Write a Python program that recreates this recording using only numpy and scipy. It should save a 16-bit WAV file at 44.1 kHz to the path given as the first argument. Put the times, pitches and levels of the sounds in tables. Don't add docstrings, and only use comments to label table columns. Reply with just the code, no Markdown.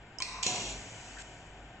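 import sys
import numpy as np
from scipy import signal
from scipy.fft import rfft, irfft, next_fast_len
from scipy.io import wavfile
from scipy.ndimage import map_coordinates

SR = 44100
rng = np.random.default_rng(int(sys.argv[2]) if len(sys.argv) > 2 else 0)


def master_out(mix):
    frames = np.transpose(np.atleast_2d(mix))
    ceiling = np.clip(frames, -1, 1)
    pcm = np.round(ceiling * 32767).astype(np.int16)
    wavfile.write(sys.argv[1], SR, pcm)


N = 79380

CROSSOVER_HZ = 800
FILL_START_S = 0.19


def amp(db):
    return 10 ** (np.asarray(db) / 20)


def unit(x):
    return x / np.sqrt(np.mean(x ** 2) + 1e-20)


def along(points, hz):
    point_hz, value = np.transpose(points)
    return np.interp(np.log(hz + 1), np.log(point_hz + 1), value)


def since(start):
    return np.maximum(np.arange(N) / SR - start, 0)


def fade(t, t60):
    return np.exp(-np.log(1000) * t / np.maximum(t60, 1e-4))


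def level(rows):
    return amp(np.interp(since(0), *np.transpose(rows)))


def pan(db):
    return amp(np.array([db / 2, -db / 2])).reshape(2, -1)


def filtered(x, response):
    size = next_fast_len(N + SR // 2)
    return irfft(rfft(x, size) * response(np.fft.rfftfreq(size, 1 / SR)), size)[..., :N]


def noise(gain):
    # (frequency [Hz], correlation [1])
    coherence = [(60, .9988), (170, 1), (350, 0.99), (700, 0.94), (1300, 0.82), (2400, 0.53), (4500, 0.22),
                 (7000, 1), (8500, 0.78)]

    def mid_side_response(hz):
        angle = np.arccos(np.clip(along(coherence, hz), -1, 1)) / 2
        return gain(hz) * np.array([np.cos(angle), np.sin(angle)])

    mid, side = filtered(rng.standard_normal((2, N)), mid_side_response)
    return np.array([mid + side, mid - side])


def rush(colour):
    ripple_db, ripple_step_hz = 4, 59.27
    knots = rng.standard_normal(1024)

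    def gain(hz):
        ripple = map_coordinates(knots, [hz / ripple_step_hz], order=1, mode="wrap")
        return amp(along(colour, hz) + ripple_db * ripple * hz / (hz + CROSSOVER_HZ))

    return unit(noise(gain))


def hollow(centre_hz, width_hz):
    return unit(noise(lambda hz: 1 / (1 + ((hz - centre_hz) / width_hz) ** 2)))


def wobble(rate):
    return map_coordinates(rng.standard_normal(512), [since(0) * rate], mode="wrap")


def ring(start, modes, fall_s=None):
    attack_s, wander_rate, wander_rad = .0004, 43.8, 0.79
    t, out = since(start), np.zeros(N)
    warped_t = t if fall_s is None else fall_s * np.arctan(t / fall_s)
    for hz, db, t60 in modes:
        wander = map_coordinates(rng.standard_normal(512), [t * wander_rate], mode="wrap")
        phase = 2 * np.pi * hz * warped_t + wander_rad * (wander - wander[0])
        mode_db = db + rng.normal()
        out += amp(mode_db) * fade(t, t60) * np.sin(phase)
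    return out * (1 - np.exp(-t / attack_s))


def room(x):
    # (frequency [Hz], t60 [s])
    echo_t60 = [(200, 0.75), (2000, 0.88), (5000, 0.38), (9000, 0.62)]
    hz, t, bands = signal.stft(noise(np.ones_like)[:, :SR], SR, nperseg=256)
    decaying = bands * fade(t, along(echo_t60, hz)[:, None])
    tail = signal.istft(decaying, SR, nperseg=256)[1]
    return signal.fftconvolve(x, tail / np.linalg.norm(tail[0]), axes=1)[:, :N]


def contacts(hits, modes, pan_db):
    # (frequency [Hz], density [dB per Hz])
    crack_colour = [(300, -16), (900, -5), (1500, -14), (2500, -5), (5000, 3), (7500, -0.5), (9000, -7.5)]
    crack_t60, echo_db = 0.0096, 0
    out = np.zeros((2, N))
    for start, ring_db, crack_db in hits:
        t = since(start)
        crack = unit(noise(lambda hz: amp(along(crack_colour, hz))))
        crack = crack * (t > 0) * fade(t, crack_t60)
        out += amp(ring_db) * ring(start, modes) + amp(crack_db) * crack
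    mono = out.mean(axis=0, keepdims=True)
    return out * pan(pan_db) + amp(echo_db) * room(mono)


def flow(start, end, attack, db, sag, release):
    t = since(start)
    opening = np.minimum(t / max(attack, 1e-4), 1)
    return amp(db - sag * t) * opening * fade(since(end), release)


def workshop():
    # (frequency [Hz], density [dB per Hz])
    floor_colour = [(20, 1), (33, -0.5), (75, 2), (115, 5), (160, 2), (350, -1.5), (520, -3.5), (760, -0.5),
                    (1150, -8.5), (1500, -4), (1900, -8.5), (2800, -7.5), (3700, -19.5), (4700, -25.5),
                    (6200, -26.5), (7300, -20.5), (8100, -29.5), (8700, -34)]
    # (time [s], level [dB])
    floor_level = [(0, -53.5), (.3, -51.5), (.8, -50.5), (1.3, -51), (1.8, -51.5)]
    hum_level = [(0, -54), (.13, -74.5), (.39, -50.5), (.55, -81), (.67, -47.5), (.79, -48), (.87, -77),
                 (1.17, -52.5), (1.4, -61.5), (1.65, -51.5), (1.74, -72), (1.8, -59)]
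    hum_hz = 49.3
    hum = np.sqrt(2) * np.sin(2 * np.pi * hum_hz * since(0))
    return level(floor_level) * rush(floor_colour) + level(hum_level) * hum


def switch():
    # (frequency [Hz], level [dB], t60 [s])
    tick_modes = [(5320, -0.5, 0.026), (5240, -7, 0.0079), (6400, -6, 0.014), (7860, -22, 0.11),
                  (3010, -16, 0.087)]
    start_s, level_db, pan_db = .1855, -30.5, -5.5
    return amp(level_db) * ring(start_s, tick_modes) * pan(pan_db)


def valve():
    # (frequency [Hz], level [dB], t60 [s])
    body_modes = [(1034, 1, 0.1), (2110, -14.5, 0.16), (2280, -3.5, 0.13), (2480, -16.5, 0.15),
                  (3160, 2, 0.049)]
    spool_modes = [(2310, -9, 0.021), (2470, -2.5, 0.019), (4306, 3.5, 0.013), (5380, 1.5, .018),
                   (6090, -6.5, 0.013), (8230, -5, 0.019)]
    # (time [s], ring level [dB], crack level [dB])
    spool_hits = [(.2028, -43, -29), (.2213, -25.5, -28), (.2238, -28.5, -27)]
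    stroke_s, body_db, spool_pan_db = .2027, -36, -1
    return amp(body_db) * ring(stroke_s, body_modes) + contacts(spool_hits, spool_modes, spool_pan_db)


def air_line_note():
    # (attack [s], level [dB], sag [dB per s], release t60 [s])
    note_shape = (0.17, -49.5, 8, .5)
    note_hz, width_hz, end_s = 1028, 160, .46
    waver_rad, flutter_db, wobble_rate = 1, 4, 40.3
    breath_db = 3
    phase = 2 * np.pi * note_hz * since(0) + waver_rad * wobble(wobble_rate)
    tone = np.sqrt(2) * np.sin(phase) * amp(flutter_db * wobble(wobble_rate))
    breath = amp(breath_db) * hollow(note_hz, width_hz)
    return (tone + breath) * flow(FILL_START_S, end_s, *note_shape)


def filling():
    # (attack [s], level [dB], sag [dB per s], release t60 [s])
    fill_shape = (0.14, -37.5, 50, 9.5)
    # (frequency [Hz], density [dB per Hz])
    fill_colour = [(300, -37), (1600, -10.5), (2100, 8), (2600, 8.5), (3450, -12.5), (3900, 8), (4350, 0),
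                   (4750, -1.5), (5850, 4), (6500, -8), (7300, -7.5), (8200, -5), (9000, -26)]
    end_s = .43
    return flow(FILL_START_S, end_s, *fill_shape) * rush(fill_colour)


def latch():
    # (time [s], ring level [dB], crack level [dB])
    latch_hits = [(.4301, -32, -24), (.433, -31.5, -26)]
    # (frequency [Hz], level [dB], t60 [s])
    latch_modes = [(2482, -1, 0.025), (3860, -4, .01), (4780, -1, .008), (6060, 3.5, 0.018),
                   (7270, -8.5, 0.015)]
    return contacts(latch_hits, latch_modes, pan_db=-5)


def exhaust():
    # (attack [s], level [dB], sag [dB per s], release t60 [s])
    exhaust_shape = (-0.0447, -33, 27, 0.49)
    # (frequency [Hz], density [dB per Hz])
    exhaust_colour = [(500, -28), (1700, -17), (2150, -0.5), (2650, 2.5), (3200, -0.5), (3900, 0),
                      (4750, -7.5), (5800, 1.5), (6500, -3), (7150, 3.5), (8000, -5.5), (9000, -27)]
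    start_s, end_s = .428, 0.7165
    return flow(start_s, end_s, *exhaust_shape) * rush(exhaust_colour)


def soft_hiss():
    # (attack [s], level [dB], sag [dB per s], release t60 [s])
    hiss_shape = (0.03, -48.5, 5.5, 2)
    bump_shape = (-0.4, -51, 0, -0.8)
    puff_shape = (-0.1, -47.5, -2, -0.13)
    # (frequency [Hz], density [dB per Hz])
    hiss_colour = [(300, -13), (1000, -8), (1600, 0), (2600, 4), (3400, 0), (4400, -4.5), (5700, -1.5),
                   (6400, -1.5), (7400, 3.5), (8000, -1.5), (9000, -9.5)]
    hiss_start_s, hiss_end_s = 0.726, 1.132
    bump_start_s, bump_end_s = 1.165, 1.207
    puff_start_s, puff_end_s = 1.185, 1.225
    hiss = flow(hiss_start_s, hiss_end_s, *hiss_shape) * rush(hiss_colour)
    bump = flow(bump_start_s, bump_end_s, *bump_shape) * hollow(centre_hz=1640, width_hz=180)
    puff = flow(puff_start_s, puff_end_s, *puff_shape) * rush(hiss_colour)
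    return hiss + bump + puff


def arm_stop():
    # (time [s], ring level [dB], crack level [dB])
    arm_hits = [(.465, -28.5, -21), (.467, -29, -19.5), (.4698, -34.5, -26)]
    # (frequency [Hz], level [dB], t60 [s])
    arm_modes = [(2805, -14.5, 0.042), (5730, 4, .02), (6230, -1, .02), (6920, -1.5, 0.019),
                 (7550, -5, 0.01)]
    thud_modes = [(153, -11, 0.035), (220, -3.5, 0.05), (348, -8, 0.031), (472, 0, 0.037)]
    table_modes = [(113.1, -6.5, 3.3), (177.5, -5, 0.54), (209.3, -6.5, 0.9), (346, -4.5, 0.38),
                   (398, -4.5, 0.7), (1023, -2.5, 0.18)]
    frame_modes = [(2630, 0, 0.7), (2870, 1, 0.14), (3670, 1, 0.54), (4150, 12, 0.17), (5730, 6, 0.34),
                   (6200, 2.5, 0.22), (6600, 3, .25), (7015, 1, 0.21), (7130, -2, 0.55)]
    groan_modes = [(733, -38, 0.87), (977, -42, 0.57)]
    # (frequency [Hz], density [dB per Hz])
    rattle_colour = [(70, -23), (135, -4.5), (200, -0.5), (410, -0.5), (570, -4), (725, -2.5), (840, -4),
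                     (1000, -3.5), (1350, -12.5), (2500, -26)]
    stop_s, body_db, thud_db = .4645, -43, -37.5
    push_s, push_db = 0.00068, -33
    groan_fall_s, groan_swell_s = .75, 0.0096
    rattle_db, rattle_t60, rattle_swell_s = -36.5, 1.24, 0.039

    t = since(stop_s)
    clack = contacts(arm_hits, arm_modes, pan_db=0)
    u = (since(0) - stop_s) / push_s - 1
    push = amp(push_db) * (1 - u ** 2) * np.exp(-u ** 2 / 2)
    thud = amp(thud_db) * ring(stop_s, thud_modes)
    body = amp(body_db) * (ring(stop_s, table_modes) + ring(stop_s, frame_modes))
    groan = ring(stop_s, groan_modes, groan_fall_s) * (1 - np.exp(-t / groan_swell_s))
    rattle_envelope = (1 - np.exp(-t / rattle_swell_s)) * fade(t, rattle_t60)
    rattle = amp(rattle_db) * rush(rattle_colour) * rattle_envelope
    return clack + push + thud + body + groan + rattle


def scene():
    air = air_line_note() + filling() + exhaust() + soft_hiss()
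    return workshop() + switch() + valve() + latch() + air + arm_stop()


def record(dry):
    # (frequency [Hz], left minus right [dB])
    balance = [(1100, 0.5), (1700, 4.5), (2300, 8.5), (2900, 9), (3600, -0.5), (5000, -10), (6200, -2),
               (6900, 1.5), (8500, -5)]
    # (frequency [Hz], lead of the left [rad])
    phase_lead = [(1800, 0.5), (2670, -1.4), (3360, -2.5), (5000, -2.5), (5800, 0)]
    # (frequency [Hz], gain [dB])
    roll_off = [(7900, 0), (8400, -6), (8800, -8), (9500, -23)]
    top_hz = 9700

    def response(hz):
        above_bass = hz ** 2 / (hz ** 2 + CROSSOVER_HZ ** 2)
        sides = pan(along(balance, hz) * above_bass)
        sides = sides / np.sqrt(np.mean(sides ** 2, axis=0))
        turn = np.exp(.5j * along(phase_lead, hz) * above_bass * np.array([[1], [-1]]))
        return turn * sides * amp(along(roll_off, hz)) * (hz < top_hz)

    return filtered(dry, response)


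dry = scene()
out = record(dry)
master_out(out)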